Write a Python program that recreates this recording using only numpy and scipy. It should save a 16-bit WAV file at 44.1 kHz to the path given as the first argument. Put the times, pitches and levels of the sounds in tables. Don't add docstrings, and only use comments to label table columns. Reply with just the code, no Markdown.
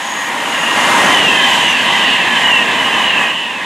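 import sys
import numpy as np
from scipy.fft import rfft, irfft
from scipy.io import wavfile
from scipy.ndimage import uniform_filter1d, minimum_filter1d

SR = 44100
rng = np.random.default_rng(int(sys.argv[2]) if len(sys.argv) > 2 else 0)


def pcm_store(signal):
    levels = np.round(np.clip(np.atleast_2d(signal), -1, 1) * 32767)
    wavfile.write(sys.argv[1], SR, levels.astype(np.int16).T)


N = 160965

# time in seconds, then levels of rumble, rail roar,
# upper rail ring, rush and hiss, each in dB before its trim.
ROLLING_LEVELS = [(0.0, -34, -36, -22.5, -33.5, -33), (0.06, -35.5, -25.5, -24, -35, -33),
                  (0.37, -29.5, -25, -21.5, -34, -34.5), (0.71, -26, -21, -19.5, -30.5, -30),
                  (0.94, -20.5, -14, -16, -27, -26), (1.16, -18.5, -16.5, -14, -24, -25.5),
                  (1.26, -20.5, -21, -19, -26, -28), (1.51, -23.5, -16.5, -16, -23.5, -25.5),
                  (1.81, -27, -24.5, -17, -28, -29), (1.89, -25, -18.5, -17, -24.5, -28),
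                  (2.23, -25.5, -22.5, -17, -26.5, -31), (2.41, -25.5, -18, -15, -27.5, -29.5),
                  (2.68, -25, -22.5, -17.5, -28.5, -32.5), (3.0, -24.5, -17, -17.5, -29, -31),
                  (3.11, -26, -27, -17.5, -28.5, -34), (3.22, -26.5, -18, -17, -31, -31),
                  (3.38, -33, -27.5, -26.5, -34, -37.5), (3.65, -31.5, -29.5, -23, -35.5, -39)]
# frequency in Hz, relative density in dB per Hz.
RUMBLE_COLOUR = [(25, -36), (45, -27), (70, -17.5), (135, -11.5), (175, -3.5), (235, 2.5), (300, -0.5),
                 (420, -4), (650, 0.5), (800, -3), (1350, -6.5), (1800, -12.5)]
ROAR_COLOUR = [(600, -25.5), (780, -7.5), (950, 0), (1060, -1.5), (1170, -6), (1300, -15.5), (1500, -24)]
RING_COLOUR = [(1400, -11), (1540, -2.5), (1620, 2), (1850, 2.5), (2080, 3.5), (2200, -3), (2400, -0.5),
               (2800, -32)]
RUSH_COLOUR = [(2100, -13), (2500, -2), (3300, 9), (3700, 5), (4200, -1), (4800, -12), (5500, -12.5),
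               (7000, -48)]
HISS_COLOUR = [(4500, -2), (5800, -3), (6600, 1), (7800, -1.5), (9500, -8), (12000, -13), (13500, -19),
               (15200, -26)]
# frequency in Hz, width in Hz, level in dB against the untrimmed rail ring.
RAIL_MODES = [(803, 25, -15), (946, 16, -12), (1005, 30, -14), (1055, 25, -13.5), (1152, 40, -18),
              (1617, 20, -14), (1717, 12, -14), (1879, 9, -9.5), (2078, 35, -16)]
# frequency in Hz, width in Hz, level in dB, middle of the
# fade in and middle of the fade out in seconds.
WHINES = [(1885, 14, -25, .55, 1.15), (2090, 35, -24, .75, 1.1), (2840, 70, -24, .48, .95),
          (6670, 130, -31.5, 0, .3), (6690, 170, -36, .4, 1.0), (10210, 70, -51, 0, .95),
          (12090, 30, -53.5, 0, 1.0), (13010, 30, -56, 0, .95)]
# frequency in Hz, relative density in dB per Hz.
WASH_COLOUR = [(2250, -15.5), (2550, 3.5), (2820, 4.5), (3120, 3), (3260, -9), (3600, -33)]
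# time in seconds, level in dB.
WASH_LEVEL = [(0, -30), (.3, -28.5), (.6, -23), (1.0, -19.5), (1.4, -18.5), (2.0, -18), (2.8, -23),
              (3.2, -17.5), (3.45, -26), (3.65, -32)]
# second at which it is heard abreast of the microphone, ring in Hz, ring level in dB,
# lower mode level in dB, metres before the abreast point where its beam is centred
WHEELSETS = [(1.31, 2690, -13, -39, 5), (1.379, 2670, -26, -19.5, 1), (1.63, 2720, -13.5, -18, 11),
             (1.76, 2700, -18.5, -22, 5), (2.11, 2700, -17, -26, 6), (2.19, 2720, -13, -19, 9.5),
             (2.31, 2710, -24.5, -22, 2), (2.58, 2680, -13, -34, 5), (2.68, 2700, -17, -21, 7),
             (2.96, 2660, -19, -23.5, 7), (3.17, 2660, -15, -23.5, 6), (3.44, 2650, -23.5, -36, 5),
             (3.55, 2680, -21, -29, 7)]
# frequency in Hz, relative density in dB per Hz.
NOSE_COLOUR = [(110, -12), (190, -10), (290, 6.5), (400, -14), (520, 2), (750, 3), (1400, 4.5), (2400, -5),
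               (5000, -12.5), (10000, -15), (15000, -36)]
# frequency in Hz, relative density in dB per Hz.
THRUM_COLOUR = [(20, -13), (40, -24.5), (70, -8), (120, 1), (200, 6), (300, -14)]
# second at which it is heard abreast, frequency in Hz, level in dB before
WHISTLES = [(1.28, 5600, -28.5, 14, 8.8), (1.82, 5580, -29, 6.7, 1.6), (1.88, 4130, -33.5, 5.3, 4.4),
            (2.2, 4120, -35, 4, 3.7)]
# frequency in Hz, gain of the scattered side sound in dB.
STEREO_WIDTH = [(170, -65), (260, -55), (500, -30), (1000, -19.5), (2000, -16.5), (3000, -18),
                (4500, -13.5), (8000, -13), (12000, -5)]
# time in seconds, left minus right in dB before the reach below.
PAN_DRIFT = [(.5, .1), (1.6, -.5), (3.6, -.7)]
# frequency in Hz, gain in dB.
PAN_REACH = [(200, -40), (1000, -8), (2000, 7)]

SPEED_M_S, DISTANCE_M, SOUND_M_S = 55, 10, 343
RUMBLE_DB, ROAR_DB, RING_DB, RUSH_DB, HISS_DB = 2, -1.5, -2.5, 3.5, -1
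FLUTTER_DB, FLUTTER_HZ = 0.65, 21.86
WHINE_FADE_S = 0.07
LOWER_MODE_HZ, WHEEL_WIDTH_HZ = 1749, 26
WHEEL_PAIR_SPREAD = 0.008
BEAM_WIDTH_M = 9.4
BEAM_SPILL = 0.067
NOSE_S, NOSE_RISE_S, NOSE_FALL_S, NOSE_DB = 1, 0.23, 0.19, -17
THRUM_FROM_S, THRUM_TO_S, THRUM_FADE_S, THRUM_DB = 0.82, 3.43, 0.56, -38.5
WHISTLE_WIDTH_HZ = 90
LIMIT, LIMIT_HOLD_S = 0.93, 0.004
TOP_HZ = 15200


def undb(db):
    return 10 ** (np.asarray(db) / 20)


def unit(x):
    return x / np.sqrt(np.mean(np.abs(x) ** 2))


def curve(table, axis=1):
    rows = np.array(table)
    return np.interp(np.arange(N) / SR, rows[:, 0], rows[:, axis])


def response(points, outside_db=None):
    hz, db = np.array(points).T
    f = np.maximum(np.fft.rfftfreq(N, 1 / SR), 1)
    return undb(np.interp(np.log(f), np.log(hz), db, outside_db, outside_db))


def walk(rate_hz):
    hold = int(SR / rate_hz)
    steps = np.repeat(rng.standard_normal(N // hold + 1), hold)
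    smooth = uniform_filter1d(uniform_filter1d(steps, hold), hold)
    return unit(smooth[:N])


def noise(colour):
    white = rng.standard_normal(N)
    coloured = irfft(rfft(white) * response(colour, outside_db=-90), N)
    return unit(coloured) * undb(FLUTTER_DB * walk(FLUTTER_HZ))


def ring(hz, width_hz):
    drive = rng.standard_normal(N) + 1j * rng.standard_normal(N)
    offset_hz = np.fft.fftfreq(N, 1 / SR)
    swell = np.fft.ifft(drive / (1 + (offset_hz / (width_hz * 0.76)) ** 2))
    phase = 2 * np.pi * np.cumsum(hz * np.ones(N)) / SR
    return unit((swell * np.exp(1j * phase)).real)


def fade_in(at_s, length_s):
    return (1 + np.tanh((np.arange(N) / SR - at_s) / length_s)) / 2


def fly_by(passes_s, lead_m, beam_m):
    sent_s = np.linspace(-6, 6, 6000)
    along_m = SPEED_M_S * sent_s
    range_m = np.hypot(along_m, DISTANCE_M)
    heard_s = passes_s + sent_s + (range_m - DISTANCE_M) / SOUND_M_S
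    doppler = 1 / (1 + SPEED_M_S * along_m / range_m / SOUND_M_S)
    spill = BEAM_SPILL * (1 - along_m / range_m) / 2
    beam = spill + np.exp(-((along_m + lead_m) / beam_m) ** 2)
    gain = beam * DISTANCE_M / range_m
    t = np.arange(N) / SR
    return np.interp(t, heard_s, doppler), np.interp(t, heard_s, gain)


def rolling():
    layers = [
        (RUMBLE_COLOUR, RUMBLE_DB),
        (ROAR_COLOUR, ROAR_DB),
        (RING_COLOUR, RING_DB),
        (RUSH_COLOUR, RUSH_DB),
        (HISS_COLOUR, HISS_DB),
    ]
    out = np.zeros(N)
    for column, (colour, trim_db) in enumerate(layers, start=1):
        out += noise(colour) * undb(trim_db + curve(ROLLING_LEVELS, column))
    return out


def rails():
    modes = sum(undb(db) * ring(hz, width_hz) for hz, width_hz, db in RAIL_MODES)
    return modes * undb(curve(ROLLING_LEVELS, axis=3))


def whines():
    out = np.zeros(N)
    for hz, width_hz, db, from_s, to_s in WHINES:
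        present = fade_in(from_s, WHINE_FADE_S) - fade_in(to_s, WHINE_FADE_S)
        out += undb(db) * ring(hz, width_hz) * present
    return out


def wheelset(hz):
    upper = ring(hz * (1 + WHEEL_PAIR_SPREAD), WHEEL_WIDTH_HZ)
    lower = ring(hz * (1 - WHEEL_PAIR_SPREAD), WHEEL_WIDTH_HZ)
    return (upper + lower) / np.sqrt(2)


def wheels():
    out = noise(WASH_COLOUR) * undb(curve(WASH_LEVEL))
    for passes_s, hz, ring_db, lower_db, lead_m in WHEELSETS:
        doppler, gain = fly_by(passes_s, lead_m, BEAM_WIDTH_M)
        main_mode = undb(ring_db) * wheelset(hz * doppler)
        lower_mode = undb(lower_db) * wheelset(LOWER_MODE_HZ * doppler)
        out += gain * (main_mode + lower_mode)
    return out


def nose():
    late_s = np.arange(N) / SR - NOSE_S
    rise = 1 / np.hypot(1, late_s / NOSE_RISE_S)
    fall = np.exp(-0.5 * (late_s / NOSE_FALL_S) ** 2)
    return noise(NOSE_COLOUR) * undb(NOSE_DB) * np.where(late_s < 0, rise, fall)


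def thrum():
    present = fade_in(THRUM_FROM_S, THRUM_FADE_S) - fade_in(THRUM_TO_S, THRUM_FADE_S)
    return noise(THRUM_COLOUR) * undb(THRUM_DB) * present


def whistles():
    out = np.zeros(N)
    for passes_s, hz, db, lead_m, beam_m in WHISTLES:
        doppler, gain = fly_by(passes_s, lead_m, beam_m)
        out += undb(db) * gain * ring(hz * doppler, WHISTLE_WIDTH_HZ)
    return out


def scene():
    mid = rolling() + rails() + whines() + wheels() + nose() + thrum() + whistles()
    scattered = irfft(rfft(rolling() + wheels() + nose()) * response(STEREO_WIDTH), N)
    pannable = irfft(rfft(mid) * response(PAN_REACH), N)
    side = scattered + pannable * (undb(curve(PAN_DRIFT) / 2) - 1)
    return np.array([mid + side, mid - side])


def record(dry):
    size = int(LIMIT_HOLD_S * SR)
    gain = LIMIT / np.maximum(np.abs(dry).max(axis=0), LIMIT)
    limited = dry * uniform_filter1d(minimum_filter1d(gain, size), size)
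    top_cut = 1 / (1 + (np.fft.rfftfreq(N, 1 / SR) / TOP_HZ) ** 160)
    return irfft(rfft(limited) * top_cut, N)


dry = scene()
out = record(dry)
pcm_store(out)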